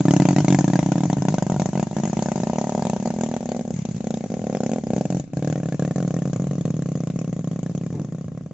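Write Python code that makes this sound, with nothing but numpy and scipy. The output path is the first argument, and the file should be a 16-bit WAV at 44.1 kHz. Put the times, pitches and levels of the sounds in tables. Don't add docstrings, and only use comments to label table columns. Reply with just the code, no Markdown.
import sys
import numpy as np
from scipy import signal
from scipy.fft import rfft, irfft
from scipy.io import wavfile
from scipy.ndimage import uniform_filter1d

SR = 44100
rng = np.random.default_rng(int(sys.argv[2]) if len(sys.argv) > 2 else 0)


def master_out(mix):
    frames = np.transpose(np.atleast_2d(mix))
    ceiling = np.clip(frames, -1, 1)
    pcm = np.round(ceiling * 32767).astype(np.int16)
    wavfile.write(sys.argv[1], SR, pcm)


N = 376173
T = np.arange(N) / SR
WANDER = 0.056


def gain_of(db):
    return 10 ** (np.asarray(db) / 20)


def evened(x):
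    return x / np.sqrt(np.mean(x ** 2) + 1e-12)


def over_time(points):
    return np.interp(T, *np.transpose(points))


def read(points, hz):
    f, value = np.transpose(points)
    return np.interp(np.log(hz + 1), np.log(f + 1), value)


def ring(clicks, hz, width):
    r = np.exp(-np.pi * width / SR)
    if np.ndim(hz) == 0:
        return signal.lfilter([1], [1, -r * np.exp(2j * np.pi * hz / SR)], clicks).real
    turn = np.exp(2j * np.pi * np.cumsum(hz) / SR)
    return (turn * signal.lfilter([1], [1, -r], clicks / turn)).real


def hollow(x, hz, width, depth):
    band = 2 * (1 - np.exp(-np.pi * width / SR)) * ring(x, hz, width)
    return x - np.clip(depth, 0, 1) * band


# frequency_hz, likeness (0-1)
PORT_LIKENESS = [(60, 0.43), (160, 0.96), (430, 0.38), (1160, 0.12), (3100, 0.4), (8300, 0.01)]


def noise(colour, patchy_db):
    frames, hz = N // 128 + 5, np.fft.rfftfreq(512, 1 / SR)
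    a, b, c, d, patches = rng.standard_normal((frames, 257, 5)).T
    patches = evened(uniform_filter1d(uniform_filter1d(patches, 8, 0), 8, 1))
    same = np.clip(read(PORT_LIKENESS, hz), -1, 1)[:, None]
    left = a + 1j * b
    right = same * left + np.sqrt(1 - same ** 2) * (c + 1j * d)
    spectra = np.array([left, right]) * gain_of(read(colour, hz)[:, None] + patchy_db * patches)
    return evened(signal.istft(spectra, nperseg=512, noverlap=384)[1][:, :N])


# start_s, pipe_pitch_hz, overtone_db, low_hollow_hz, high_hollow_hz,
# pipe_ring_db, snap_over_ring_db, gas_spurt_db
EXHAUST_COURSE = [(0, 171, 4.5, 503, 1114, -12, -6, -27), (.7, 173.6, 1.5, 438, 1187, -13.5, -7, -27),
                  (1.4, 186, 2, 296, 1192, -16.5, -4, -31.5),
                  (2.099, 206.5, -5.5, 280, 1127, -16, -5.5, -28),
                  (2.7, 223, -2, 312, 1120, -18.5, 2.5, -29), (2.92, 204, -18, 299, 1107, -17, -2.5, -30),
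                  (3.35, 241, -32.5, 290, 1030, -20.5, -4.5, -34.5),
                  (3.55, 226.5, -29, 311, 974, -23, -2.5, -37.5), (4, 215.6, -12, 321, 962, -21, -7.5, -37),
                  (4.551, 207, -8, 343, 920, -20, 2, -33.5), (4.73, 239, -11, 336, 954, -21.5, -3.5, -38),
                  (4.92, 211, -1, 331, 973, -16.5, -1, -32.5), (5.151, 170.6, 1, 355, 953, -20, -8.5, -37),
                  (5.45, 157.6, -1, 368, 960, -20, -6, -38.5), (6, 168.5, -4.5, 340, 952, -19, -7.5, -36.5),
                  (6.7, 161.4, -7.5, 347, 920, -19.5, -12.5, -39),
                  (7.4, 170, -12, 342, 925, -22, -13.5, -42), (7.9, 164.6, -5, 331, 974, -21, -14.5, -41),
                  (8.53, 159, -32, 353, 875, -28, -6, -50)]


def track(s):
    at, *columns = np.transpose(EXHAUST_COURSE)
    return [np.interp(s, at, c) for c in columns]


# start_s, end_s, whole_engine_level_db
FALTERS = [(1.663, 1.74, -2), (1.84, 1.94, -4), (3.733, 3.833, 5.5), (3.88, 3.98, 4.5), (4.788, 4.867, -3),
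           (5.199, 5.335, -12)]


def lull(s):
    ramps = ((db, np.minimum(s - start, end - s) / 0.004) for start, end, db in FALTERS)
    return sum(db * np.clip(ramp, 0, 1) for db, ramp in ramps)


RING_SHARE, SPURT_SHARE = 0.46, 1.26
SOFT_FROM_DB, SOFT_SPAN_DB = -4, 13
# start_s, edge_db (over the usual edge)
FIRINGS = [(0.0065, -3.5), (0.0538, -1), (0.083, 2.5), (0.1085, 2), (0.137, 2), (0.1646, 2), (0.1997, 2.5),
           (0.2208, 0), (0.2536, 2.5), (0.287, 3.5), (0.308, -1), (0.33, -5.5), (0.363, 3), (0.384, 3),
           (0.404, -1.5), (0.423, -12), (0.446, -1), (0.4818, 4.5), (0.5038, 1), (0.525, 3), (0.5464, 4.5),
           (0.5681, -12.5), (0.5881, 3.5), (0.6087, -3.5), (0.643, 1), (0.6793, -0.5), (0.7008, -4),
           (0.734, 1), (0.756, 1.5), (0.7907, 2), (0.8289, -3.5), (0.8616, -1.5), (0.8885, -5),
           (0.9193, 2.5), (0.9564, -2), (0.9803, -3), (1.0061, -4), (1.035, 1), (1.0553, -3), (1.0787, -12),
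           (1.1, 0), (1.1298, 0), (1.1691, -4.5), (1.1837, -6.5), (1.204, -14), (1.2218, -0.5),
           (1.2523, -1), (1.2843, 4), (1.3043, -7), (1.324, -7), (1.3419, 3.0), (1.3829, 2.5), (1.424, 3),
           (1.4664, -2.5), (1.4988, 1.5), (1.52, 0), (1.543, -5.5), (1.563, -2), (1.5772, -17),
           (1.5973, 3.5), (1.619, 1.5), (1.6582, 0), (1.6895, -5), (1.732, -2.5), (1.7542, -2.5),
           (1.7755, -2), (1.7967, 0.5), (1.828, 0.5), (1.8699, -2.5), (1.912, -3), (1.93, -5), (1.9665, -1),
           (1.985, -5.5), (2, -4.5), (2.0355, -1), (2.0539, -2.5), (2.0755, -5), (2.0979, -6),
           (2.131, -1.5), (2.1698, -1), (2.1916, -2), (2.2236, 0), (2.2593, -1.5), (2.2858, -2.5),
           (2.3179, 0), (2.358, -1), (2.3781, -4.5), (2.4014, -3.5), (2.4181, -11), (2.4341, -1),
           (2.4709, -1.5), (2.4982, -3), (2.5329, -3.5), (2.5581, -5), (2.5843, 1), (2.6136, -1.5),
           (2.6418, -4), (2.6705, -4), (2.6939, -3.5), (2.722, -3.5), (2.7499, -1), (2.7779, -3),
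           (2.7947, -4.5), (2.823, 0), (2.852, -2), (2.869, -0.5), (2.898, 0), (2.933, 0.5), (2.964, -1.5),
           (3.0, -5), (3.0259, -4), (3.0532, -7.5), (3.057, 0), (3.0746, -1), (3.1042, -0.5),
           (3.1393, -5.0), (3.1635, -4.5), (3.187, -2.5), (3.21, 3.5), (3.2355, 4.5), (3.2623, -2),
           (3.2885, -2.5), (3.3139, 1), (3.3396, 3), (3.365, 4), (3.407, -3.5), (3.4287, -3.5),
           (3.4571, 0.5), (3.4901, 2.5), (3.518, 4.5), (3.5473, 0.5), (3.5644, 0.5), (3.593, 0),
           (3.6102, -2), (3.6515, -3.5), (3.6778, -2.5), (3.706, 2), (3.7401, -5.5), (3.763, -6),
           (3.79, -5), (3.8201, -8), (3.8522, 1.5), (3.8883, -4.5), (3.912, -5.5), (3.946, -7),
           (3.9644, -6), (3.98, -8.5), (4.006, -1), (4.0426, -0.5), (4.0702, 3), (4.106, 3.5), (4.141, 3),
           (4.1722, -0.5), (4.2078, -4), (4.24, -2.5), (4.2607, -5.5), (4.3018, -5), (4.319, -4),
           (4.3403, 0), (4.3691, -4), (4.3934, -5), (4.4172, -5.5), (4.441, -3), (4.469, -2.5), (4.498, -1),
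           (4.527, -2.5), (4.5492, -0.5), (4.57, -2.5), (4.605, 1), (4.6342, 3.5), (4.6627, 4.5),
           (4.6938, 1), (4.7163, 3.5), (4.734, 4), (4.7603, 1.0), (4.7837, -0.5), (4.8111, -9.5),
           (4.8374, -1.5), (4.8692, -3.5), (4.9044, -2.5), (4.9341, 0.5), (4.964, 0), (4.9805, -1),
           (5.0103, 2.5), (5.054, 2), (5.1027, 3), (5.1247, -1), (5.1471, 4), (5.1691, 2), (5.1979, -0.5),
           (5.2183, -13.5), (5.2405, 0.5), (5.2766, -6), (5.3012, -9), (5.334, 0.5), (5.3706, 3),
           (5.3926, -4), (5.4249, 3.5), (5.4466, 2.5), (5.4745, 5), (5.5, 2.5), (5.526, 3.5), (5.557, 2),
           (5.5784, -3), (5.6011, -4.5), (5.6324, -1), (5.6578, 0), (5.6872, -1), (5.7235, 0), (5.7448, -2),
           (5.7954, 3.5), (5.8231, 2.0), (5.8498, 1.5), (5.8773, -1.5), (5.9101, 2), (5.9598, 2.5),
           (5.982, 1), (6.0032, -0.5), (6.0267, -1), (6.049, -4), (6.0775, 0), (6.107, 0), (6.1413, -0.5),
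           (6.1654, 1), (6.1886, -3), (6.2204, 0), (6.2548, -1), (6.276, -2.5), (6.298, -5), (6.3318, 2.5),
           (6.3611, 1.0), (6.3777, -19.5), (6.398, 1.0), (6.4206, -3.5), (6.442, -2), (6.4698, 1),
           (6.4904, -16.5), (6.5114, 2), (6.533, -3), (6.5544, -2.5), (6.582, -1), (6.61, 0), (6.6536, 4.5),
           (6.6788, -1), (6.7043, 0), (6.7414, -0.5), (6.7667, -3.5), (6.7922, -1), (6.822, 1),
           (6.859, 1.5), (6.8883, 0), (6.918, 1.5), (6.954, 2.5), (6.9749, -4), (7.0046, 1.0),
           (7.0361, 0.5), (7.0722, 3), (7.101, 2), (7.1383, -7), (7.1598, 0.5), (7.1897, 1.5),
           (7.2145, 2.5), (7.2447, 2), (7.2772, 0), (7.2946, -4), (7.3283, 3), (7.3649, -1), (7.3919, 0.5),
           (7.41, -6.5), (7.4435, 1), (7.474, 2), (7.5134, 0), (7.532, -3.5), (7.5603, -0.5), (7.591, 1.5),
           (7.6305, 1.5), (7.6622, 1.5), (7.696, 0), (7.7135, -5.5), (7.7501, 1), (7.7772, -2),
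           (7.8119, -3), (7.8359, -3.5), (7.8637, 0.5), (7.904, -3), (7.927, -3.5), (7.9512, -7.5),
           (7.9724, -11.5), (7.9964, 1), (8.016, -5), (8.0469, -2), (8.0872, -6.0), (8.1234, -1.5),
           (8.1479, -3), (8.1836, -4.5), (8.211, -3), (8.2437, -4.5), (8.2609, -15), (8.2823, -2),
           (8.319, -5), (8.3491, -6), (8.3754, -1.5), (8.4101, -4.5), (8.436, -9.5), (8.462, -3),
           (8.511, -4.5)]


def firings():
    s, edge_db = np.transpose(FIRINGS)
    ring_db, snap_db, spurt_db = track(s)[-3:]
    whole_db = lull(s)
    soft = np.clip((SOFT_FROM_DB - edge_db) / SOFT_SPAN_DB, 0, 1)
    soft = np.clip(soft + np.maximum(whole_db, 0) / 14, 0, 1)
    ring_db = ring_db + RING_SHARE * edge_db + whole_db
    snap_db = snap_db + (1 - RING_SHARE) * edge_db
    spurt_db = spurt_db + SPURT_SHARE * edge_db + whole_db
    return np.round(s * SR).astype(int), ring_db, snap_db, spurt_db, np.interp(T, s, soft)


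def stroke(at):
    latest = np.maximum(np.searchsorted(at, np.arange(N), "right") - 1, 0)
    return latest, np.maximum(T - at[latest] / SR, 0)


def blast(at, db, spread_db, ms):
    clicks, puff = np.zeros(N), np.hanning(round(ms * SR / 1000) + 3)
    clicks[at] = gain_of(db + spread_db * rng.standard_normal(len(at)))
    return signal.oaconvolve(clicks, puff / puff.sum(), "same")


# start_s, multiple of its mode widths
PIPE_DAMPING = [(0, 1.1), (2.6, 1.1), (3.3, .85), (4.7, 1), (8.53, 1.1)]


def damped(clicks, hz, width, soft):
    wide = np.clip((over_time(PIPE_DAMPING) - .7) / .9 + soft, 0, 1)
    return ring((1 - wide) * clicks, hz, .7 * width) + ring(wide * clicks, hz, 1.6 * width)


# multiple of pipe pitch, width_hz (before damping), level_db
PIPE_MODES = [(1, 76, 7.5), (.76, 53, -9.5), (1.07, 31.5, -5.5)]
# frequency_hz, width_hz
OVERTONE_MODE = (282.7, 52.3)
# multiple of the high hollow, width_hz, level_db
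SILENCER_MODES = [(0.378, 123, 5), (0.554, 226.6, 13), (0.778, 237, 8.5)]
# frequency_hz (before wander), width_hz, level_db
BURBLE_MODE = (680, 70, -20)
# multiple of pipe pitch, width_hz, depth (0-1)
UNDER_HOLLOW = (0.57, 50.4, 0.41)
# start_s, depth (0-1)
UNDER_HIGH_DEPTH = [(5.1, 0.05), (5.6, 0.8), (8.53, 0.7)]
# start_s, depth (0-1)
ABOVE_HIGH_DEPTH = [(0, 0.3), (2, 0.33), (3.5, 1), (5.3, 0.93), (6, 0.05)]
SOFT_SAG = 0.25
RISE, RISE_S = 0.074, 0.014


def exhaust(at, ring_db, snap_db, soft, hz, overtone_db, low_hz, high_hz):
    sharp = blast(at, ring_db, spread_db=.8, ms=2.6)
    slow = blast(at, ring_db, spread_db=.8, ms=7.5)
    push = gain_of(4.5) * (1 - soft) * sharp + gain_of(15.5) * soft * slow
    latest, since = stroke(at)
    pitch = hz * (1 - SOFT_SAG * soft) * (1 - RISE * np.exp(-since / RISE_S))
    pipe = sum(gain_of(db) * damped(push, k * pitch, w, soft) for k, w, db in PIPE_MODES)
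    pipe += gain_of(overtone_db) * ring(push, *OVERTONE_MODE)

    shift = 1 + WANDER * rng.standard_normal((len(at), len(SILENCER_MODES) + 1))[latest].T
    burble_hz, burble_width, burble_db = BURBLE_MODE
    burble_push = soft * blast(at, ring_db, spread_db=3, ms=1.3)
    burble = gain_of(burble_db) * ring(burble_push, burble_hz * shift[-1], burble_width)

    snap = np.zeros(N)
    for (k, width, db), move in zip(SILENCER_MODES, shift):
        edge = (1 - soft) ** 2 * blast(at, ring_db + snap_db, spread_db=1.55, ms=1.0)
        snap += gain_of(db) * ring(edge, k * high_hz * move, width)

    heard = hollow(pipe + burble + snap, low_hz, 95, depth=0.72)
    heard = hollow(heard, high_hz, 240, depth=0.9)
    under, under_width, under_depth = UNDER_HOLLOW
    heard = hollow(heard, under * hz, under_width, depth=under_depth * (1 - soft))
    heard = hollow(heard, 478, 120, depth=np.minimum((high_hz - 1000) / 220, .6))
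    heard = hollow(heard, 0.876 * high_hz, 150, depth=over_time(UNDER_HIGH_DEPTH))
    heard = hollow(heard, 1.375 * high_hz, 740, depth=over_time(ABOVE_HIGH_DEPTH))
    heard = signal.sosfilt(signal.butter(2, 85, "high", fs=SR, output="sos"), heard)
    return signal.sosfiltfilt(signal.butter(2, 100, "high", fs=SR, output="sos"), heard)


# frequency_hz, t60_s
PALM_DECAY = [(150, 0.059), (600, 0.12), (2000, 0.066)]


def palms(x):
    taps = np.zeros((2, SR // 2))
    at = np.arange(200, SR // 2 - 20, 20) + rng.integers(0, 20, (2, 1))
    np.put_along_axis(taps, at, rng.choice([-1., 1.], at.shape), 1)
    taps[1] = .6 * taps[0] + .8 * taps[1]
    hz, t, z = signal.stft(taps, SR, nperseg=256)
    decay = gain_of(-60 * t / read(PALM_DECAY, hz)[:, None])
    tail = signal.istft(z * decay, SR, nperseg=256)[1]
    return signal.oaconvolve(x[None], tail / np.linalg.norm(tail[0]), axes=1)[:, :N]


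# frequency_hz (before wander), width_hz, level_db (before the curves below)
SHEET_MODES = [(1055, 71, -14), (1452, 170, -15), (1775, 71, -12), (2460, 270, -9), (3330, 320, -11),
               (3800, 130, -12.5), (6100, 1500, -5.5)]
# start_s, level_db
LOWEST_LEVEL = [(0, 5.5), (1.5, 7.5), (3.5, -22), (5.7, 2), (8.53, 14.5)]
# start_s, level_db
SECOND_THIRD_LEVEL = [(0, 8), (2.7, 5), (3.5, -3), (5.1, 1.5), (5.7, 13), (7, -2), (8.53, 11)]
# start_s, level_db
UPPER_LEVEL = [(0, 9.5), (1, 5), (1.6, -10), (3, -5.5), (3.8, 5.5), (8.53, 5)]


def crack(at, spurt_db):
    shift = 1 + 2 * WANDER * rng.standard_normal((len(at), len(SHEET_MODES)))[stroke(at)[0]].T
    shift[0] = 1
    modes = []
    for (hz, width, db), move in zip(SHEET_MODES, shift):
        tap = blast(at + 30, spurt_db, spread_db=min(hz / 600, 5), ms=.3)
        modes.append(gain_of(db) * ring(tap, hz * move, width))
    modes = np.array(modes)
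    modes[0] *= gain_of(over_time(LOWEST_LEVEL))
    modes[1:3] *= gain_of(over_time(SECOND_THIRD_LEVEL))
    modes[3:6] *= gain_of(over_time(UPPER_LEVEL))
    treble = np.array(SHEET_MODES)[:, 0] >= 2200
    sides = rng.choice([-1., 1.], len(SHEET_MODES)) * treble
    return modes.sum(0) + 0.35 * np.outer([1, -1], sides @ modes)


HISS_DB, HISS_SHARE = -52, 1
# frequency_hz, relative density_db (per Hz)
HISS_COLOUR = [(820, -0.5), (1400, -9), (2150, -7), (3110, -10), (4500, -10.5), (5340, -9.5), (6720, 0.5),
               (7620, -6.5), (8200, -22.5), (10700, -64)]


def hiss(at, spurt_db, usual_spurt_db):
    t = np.arange(SR // 8) / SR
    escape = np.exp(-t / 0.0029) + 0.21 * np.exp(-t / 0.026)
    gate = signal.oaconvolve(blast(at, spurt_db - 1.5, spread_db=1.5, ms=0.93), escape)[:N]
    steady_db = HISS_DB + HISS_SHARE * (usual_spurt_db + 35) + lull(T)
    steady = gain_of(steady_db) * noise(HISS_COLOUR, patchy_db=2.2)
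    return gate * noise(HISS_COLOUR, patchy_db=3.6) + steady


RUMBLE_DB, RUMBLE_SHARE = -39.5, 0.42
# frequency_hz, relative density_db (per Hz)
RUMBLE_COLOUR = [(18, -29), (30, -14), (210, 7.5), (360, -22), (779, -22.5), (952, -52), (1900, -89)]


def rumble(usual_ring_db):
    level_db = RUMBLE_DB + RUMBLE_SHARE * (usual_ring_db + 19.5)
    return gain_of(level_db) * noise(RUMBLE_COLOUR, patchy_db=1.5)


# frequency_hz, relative density_db (per Hz)
AIR_COLOUR = [(500, -6.5), (1500, 2.5), (7000, -7.5)]


def open_air():
    return gain_of(-63.5) * noise(AIR_COLOUR, patchy_db=4.0)


SCUFF_S, SCUFF_DB, SCUFF_RISE_S, SCUFF_T60_S = 7.942, -29.5, .06, .45
# frequency_hz, width_hz, level_db (relative)
SCUFF_MODES = [(200, 53, 7.5), (286, 60, 17), (560, 330, -11)]


def scuff():
    rub = uniform_filter1d(rng.standard_normal(N), size=30)
    rub = evened(sum(gain_of(db) * ring(rub, f, w) for f, w, db in SCUFF_MODES))
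    since = T - SCUFF_S
    return gain_of(SCUFF_DB - 60 * np.maximum(since / SCUFF_T60_S, -since / SCUFF_RISE_S)) * rub


def scene():
    *colour, usual_ring_db, _, usual_spurt_db = track(T)
    at, ring_db, snap_db, spurt_db, soft = firings()
    pops = exhaust(at, ring_db, snap_db, soft, *colour)
    echoes = gain_of(-16) * palms(pops)
    engine = pops + echoes + crack(at, spurt_db) + hiss(at, spurt_db, usual_spurt_db)
    return engine + rumble(usual_ring_db) + open_air() + scuff()


LAG_S, EDGE_HZ = 3e-5, 8900
# frequency_hz, left_over_right_db
PORT_BALANCE = [(230, 0.0), (360, 1.0), (560, -0.5), (1380, 4), (2160, 5.0), (3390, 0.0), (5300, 5.0)]


def record(dry):
    overloaded = 1.1 * np.tanh(dry / 1.1)
    thin = signal.sosfilt(signal.butter(2, 45, "high", fs=SR, output="sos"), overloaded)
    dull = signal.sosfilt(signal.butter(14, 7700, fs=SR, output="sos"), thin)
    hz = np.fft.rfftfreq(N, 1 / SR)
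    left = gain_of(read(PORT_BALANCE, hz) / 2) * np.exp(-1j * np.pi * hz * LAG_S)
    ports = irfft(rfft(dull) * np.array([left, 1 / left]), N)
    band = signal.firwin(511, EDGE_HZ, window=("kaiser", 9), fs=SR)
    return signal.oaconvolve(ports, band[None], "same")


dry = scene()
out = record(dry)
master_out(out)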